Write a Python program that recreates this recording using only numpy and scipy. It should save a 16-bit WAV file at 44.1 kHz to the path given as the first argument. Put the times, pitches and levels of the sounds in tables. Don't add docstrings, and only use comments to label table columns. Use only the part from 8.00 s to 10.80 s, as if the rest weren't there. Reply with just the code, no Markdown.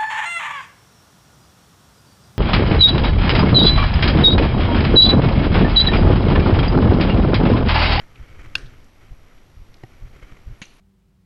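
import sys
import numpy as np
from scipy import signal
from scipy.fft import irfft, next_fast_len
from scipy.io import wavfile

SR = 44100
rng = np.random.default_rng(int(sys.argv[2]) if len(sys.argv) > 2 else 0)


def put_to_file(sound):
    columns = np.atleast_2d(sound).T
    safe = np.clip(columns, -1, 1)
    whole_steps = np.round(safe * 32767)
    wavfile.write(sys.argv[1], SR, whole_steps.astype(np.int16))


N = 123479

# (time [s], level [dB])
CONTACTS = [(.5531, -7), (.55379, 3.7), (.55495, 0)]
# (frequency [Hz], level [dB])
GRIT_SPECTRUM = [(100, -11), (300, 1.5), (700, -13), (1150, -0.5), (2500, -9), (5000, -5), (8000, -20),
                 (12000, -21), (16000, -41)]


def amp(db):
    return 10 ** (np.asarray(db) / 20)


def unit_rms(x):
    return x / np.sqrt(np.mean(x ** 2) + 1e-20)


def log_interp(points, hz):
    f, value = np.transpose(points)
    return np.interp(np.log(hz + 1), np.log(f + 1), value)


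def clock():
    return np.arange(N) / SR


def gain_curve(points):
    return amp(np.interp(clock(), *np.transpose(points)))


def add(mix, start_s, sound):
    part = mix[round(start_s * SR):][:len(sound)]
    part += sound[:len(part)]


def noise(magnitude, size=N):
    hz = np.fft.rfftfreq(2 * next_fast_len(size // 2 + 1, True), 1 / SR)
    phasors = np.exp(2j * np.pi * rng.random(len(hz)))
    return unit_rms(irfft(magnitude(hz) * phasors)[:size])


def coloured(spectrum):
    return noise(lambda hz: amp(log_interp(spectrum, hz)))


def wander(corner_hz):
    return noise(lambda hz: 1 / (1 + (hz / corner_hz) ** 2))


def bell(x, centre, sigma):
    return np.exp(-.5 * ((x - centre) / sigma) ** 2)


def decay(t, t60_s):
    return np.exp(-np.log(1000) * t / t60_s)


def strike(start_s, rise_s, t60_s):
    out, t = np.zeros(N), np.arange(0, 2 * t60_s, 1 / SR)
    add(out, start_s, np.minimum(t / rise_s, 1) * decay(t, t60_s))
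    return out


def ring(blows, modes, rise_s):
    out = np.zeros(N)
    for start_s, blow_db in blows:
        first = int(start_s * SR)
        span = slice(first, first + SR // 5)
        t = np.maximum(clock()[span] - start_s, 0)
        tone = sum((-1) ** k * amp(db) * decay(t, t60_s) * np.sin(2 * np.pi * hz * t)
                   for k, (hz, db, t60_s) in enumerate(modes))
        out[span] += amp(blow_db) * np.minimum(t / rise_s, 1) * tone
    return out


def wind(hiss_db=-58):
    # (frequency [Hz], level [dB])
    rumble_spectrum = [(10, 7), (25, 1.5), (50, -6), (80, -8), (115, -6.5), (170, -17), (300, -23.5),
                       (600, -30), (2000, -54.5)]
    hiss_spectrum = [(120, -6), (200, -1), (321, -3), (414, -4.5), (506, -6), (890, -8.5), (1450, -10),
                     (1680, -13), (1840, -10.5), (5700, -21), (9310, -30.5), (11400, -28), (15500, -49)]
    buffet_spectrum = [(10, -5), (25, 7), (45, -1.5), (70, -7.5), (115, -5), (170, -23), (300, -41),
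                       (700, -46.5), (2000, -92)]
    # (time [s], level [dB])
    rumble_levels = [(0, -43.5), (.12, -47), (.5, -43.5), (.78, -43.5), (.92, -49.5), (1.1, -45.5),
                     (1.3, -48), (1.7, -46.5), (1.95, -46), (2.12, -42.5), (2.36, -47.5), (2.55, -46.5),
                     (2.64, -53), (2.8, -52.5)]
    # (time [s], level [dB], sigma [s])
    buffets = [(0.215, -32.5, 0.015), (0.312, -41, 0.017), (0.398, -34.5, 0.017), (0.467, -38, 0.014),
               (0.567, -43.5, 0.013), (0.657, -33.5, 0.025), (1.125, -32, 0.012), (1.577, -33.5, 0.0046),
               (1.613, -36, .012), (2.032, -35, 0.011), (2.059, -35, 0.028), (2.231, -37.5, 0.021),
               (2.327, -34, 0.011), (2.477, -28, 0.0089), (2.517, -31, 0.016)]
    out = gain_curve(rumble_levels) * coloured(rumble_spectrum)
    out += amp(hiss_db) * coloured(hiss_spectrum)
    eddies = coloured(buffet_spectrum)
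    for time_s, db, sigma_s in buffets:
        envelope = bell(clock(), time_s, sigma_s)
        gust = envelope * eddies
        out += amp(db) * gust * np.linalg.norm(envelope) / np.linalg.norm(gust)
    return out


def sleeves(flutter_db=2.6, flutter_hz=70):
    # (frequency [Hz], level [dB])
    cloth_spectrum = [(100, -5), (300, 5.5), (600, -1), (950, -7.5), (1300, 2), (1650, -3), (1950, -0.5),
                      (2220, 2.5), (2600, -7), (2900, -8.5), (3120, -4), (3500, -16.5), (7000, -21),
                      (14000, -44)]
    # (time [s], level [dB])
    cloth_levels = [(0, -50.5), (.06, -60.5), (.19, -54), (.26, -52), (.42, -55.5), (.53, -53.5),
                    (.78, -59), (.92, -70), (1.02, -57.5), (1.17, -65), (1.31, -59.5), (1.5, -76),
                    (1.9, -59.5), (2.15, -58.5), (2.28, -56), (2.4, -60), (2.58, -62), (2.8, -71)]
    # (time [s], level [dB], sigma [s])
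    rubs = [(0.313, -62, 0.013), (0.404, -50.5, 0.013), (0.456, -54.5, 0.0087), (2.152, -57, 0.01),
            (2.231, -52.5, 0.0056), (2.314, -56, 0.013), (2.372, -54.5, 0.0048)]
    flutter = amp(flutter_db * wander(flutter_hz))
    envelope = gain_curve(cloth_levels)
    envelope += sum(amp(db) * bell(clock(), time_s, sigma_s) for time_s, db, sigma_s in rubs)
    return envelope * unit_rms(coloured(cloth_spectrum) * flutter)


def camera_whine(frame_hz=59.94, sharpness=3.5, jitter_hz=35):
    # (frequency [Hz], level [dB])
    lines = [(5740, -76), (11430, -78.5)]
    offset_hz = jitter_hz * wander(corner_hz=75)
    tones = sum(amp(db) * unit_rms(np.sin(2 * np.pi * np.cumsum(hz + offset_hz) / SR))
                for hz, db in lines)
    pulses = (1 + np.cos(2 * np.pi * frame_hz * clock())) ** sharpness
    return tones * unit_rms(pulses)


def glove_and_sling():
    # (time [s], level [dB], centre [Hz], sigma [octaves], t60 [s])
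    ticks = [(.1565, -43, 2460, 0.43, .025), (.173, -47.5, 2300, 0.17, 0.035),
             (0.658, -51, 3750, 0.23, 0.07), (0.8436, -53, 6030, 0.38, .015),
             (1.3773, -52, 2800, 0.33, .02), (1.7418, -42.5, 2870, 0.74, 0.017),
             (1.769, -51, 4000, 0.63, .015), (2.653, -41.5, 6100, 0.074, 0.02)]
    out = np.zeros(N)
    for time_s, db, centre_hz, octaves, t60_s in ticks:
        band = noise(lambda hz: bell(np.log2(hz + 1), np.log2(centre_hz), octaves), size=4096)
        envelope = strike(0, rise_s=.0013, t60_s=t60_s)[:len(band)]
        add(out, time_s, amp(db) * band * envelope)
    return out


def action_snap(rise_s=.0002, grit_db=-29, grit_t60_s=.0089):
    # (frequency [Hz], level [dB], t60 [s])
    modes = [(1080, -46, .022), (1555, -22, .018), (1780, -40, .04), (2646, -16, .012), (2828, -31, .045),
             (2773, -17.5, .018), (3390, -29, .024), (3700, -17, .012), (4196, -30, .009),
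             (4400, -33, .032), (4813, -22, .014), (5363, -30, .017), (5885, -38, .014), (6645, -35, .021),
             (9016, -43, .025), (10928, -50, .017)]
    envelope = sum(amp(db) * strike(time_s, rise_s, grit_t60_s) for time_s, db in CONTACTS)
    grit = amp(grit_db) * coloured(GRIT_SPECTRUM) * envelope
    return ring(CONTACTS, modes, rise_s) + grit


def field_scatter(tail_db=-40.5, echo_db=-37.5, rise_s=.0027):
    # (frequency [Hz], level [dB])
    tail_spectrum = [(150, 7), (300, 11.5), (500, 3), (800, -7), (1300, 2), (1520, 12.5), (1780, 8),
                     (2050, -4), (2700, 5), (3200, -4), (4300, -5), (6000, -6), (7500, -17), (9300, -12),
                     (15000, -40)]
    echo_spectrum = [(500, 0), (2000, 3), (3500, 1), (6000, 4), (7500, -10), (9300, -5), (15000, -29)]
    # (frequency [Hz], t60 [s])
    tail_t60s = [(300, 0.71), (1550, 0.44), (3000, 0.54), (6000, 0.54), (12000, 0.22)]
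    start_s = CONTACTS[-1][0]
    hz, t, bands = signal.stft(coloured(tail_spectrum), SR, nperseg=256)
    bands *= decay(np.maximum(t - start_s, 0), log_interp(tail_t60s, hz)[:, None])
    onset = np.clip((clock() - start_s) / rise_s, 0, 1)
    tail = signal.istft(bands, SR)[1][:N] * onset
    echo = coloured(echo_spectrum) * strike(start_s=.579, rise_s=rise_s, t60_s=.035)
    return amp(tail_db) * tail + amp(echo_db) * echo


def stock_knock(grit_db=-51):
    # (time [s], level [dB])
    blows = [(1.8341, -4.5), (1.8361, 3.5)]
    # (frequency [Hz], level [dB], t60 [s])
    modes = [(118, -31, 0.069), (337, -33, 0.031), (760, -37, 0.045), (1320, -53, 0.031),
             (1890, -44, 0.035), (2200, -51, 0.029), (2840, -48.5, 0.021), (4080, -52, 0.0089)]
    envelope = sum(amp(db) * strike(time_s, rise_s=.0013, t60_s=.017) for time_s, db in blows)
    grit = amp(grit_db) * coloured(GRIT_SPECTRUM) * envelope
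    return ring(blows, modes, rise_s=.00062) + grit


def insect(centre_hz=9900, sigma_hz=450, sigma_s=.0034):
    # (time [s], level [dB])
    chirps = [(2.592, -74), (2.605, -67), (2.706, -70), (2.74, -66), (2.753, -68), (2.77, -67)]
    band = noise(lambda hz: bell(hz, centre_hz, sigma_hz))
    return band * sum(amp(db) * bell(clock(), time_s, sigma_s) for time_s, db in chirps)


def far_crack(tail_db=-50, push_hz=183, push_db=-25.5, push_t60_s=.028):
    # (time [s], level [dB], t60 [s])
    arrivals = [(2.6171, -29, 0.044), (2.6241, -43, 0.13)]
    # (frequency [Hz], level [dB])
    crack_spectrum = [(60, 0), (170, 8), (400, -4.5), (900, -6), (1600, -0.5), (2700, 7.5), (3400, -3),
                      (4200, 0), (5400, -15), (6500, -1.5), (7800, -24), (9500, -20), (14000, -47)]
    tail_spectrum = [(200, -6), (1000, -9), (2000, -3), (2800, 6), (3400, -3), (4200, 1), (5300, -12),
                     (6300, -4), (8000, -17), (10000, -15), (14000, -40)]
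    start_s = arrivals[0][0]
    envelope = sum(amp(db) * strike(time_s, rise_s=.00058, t60_s=t60_s)
                   for time_s, db, t60_s in arrivals)
    crack = coloured(crack_spectrum) * envelope
    tail = amp(tail_db) * coloured(tail_spectrum) * strike(start_s, rise_s=.011, t60_s=.58)
    push = ring([(start_s, 0)], [(push_hz, push_db, push_t60_s)], rise_s=.00099)
    return crack + tail - push


def scene():
    background = wind() + sleeves() + camera_whine()
    gun = glove_and_sling() + action_snap() + field_scatter() + stock_knock()
    return (background + gun + insect() + far_crack())[None]


def record(dry):
    cutoff_hz = 15600
    lowpass = signal.firwin(255, cutoff_hz, window=("kaiser", 8), fs=SR)
    return signal.oaconvolve(dry, lowpass[None], "same")


dry = scene()
out = record(dry)
put_to_file(out)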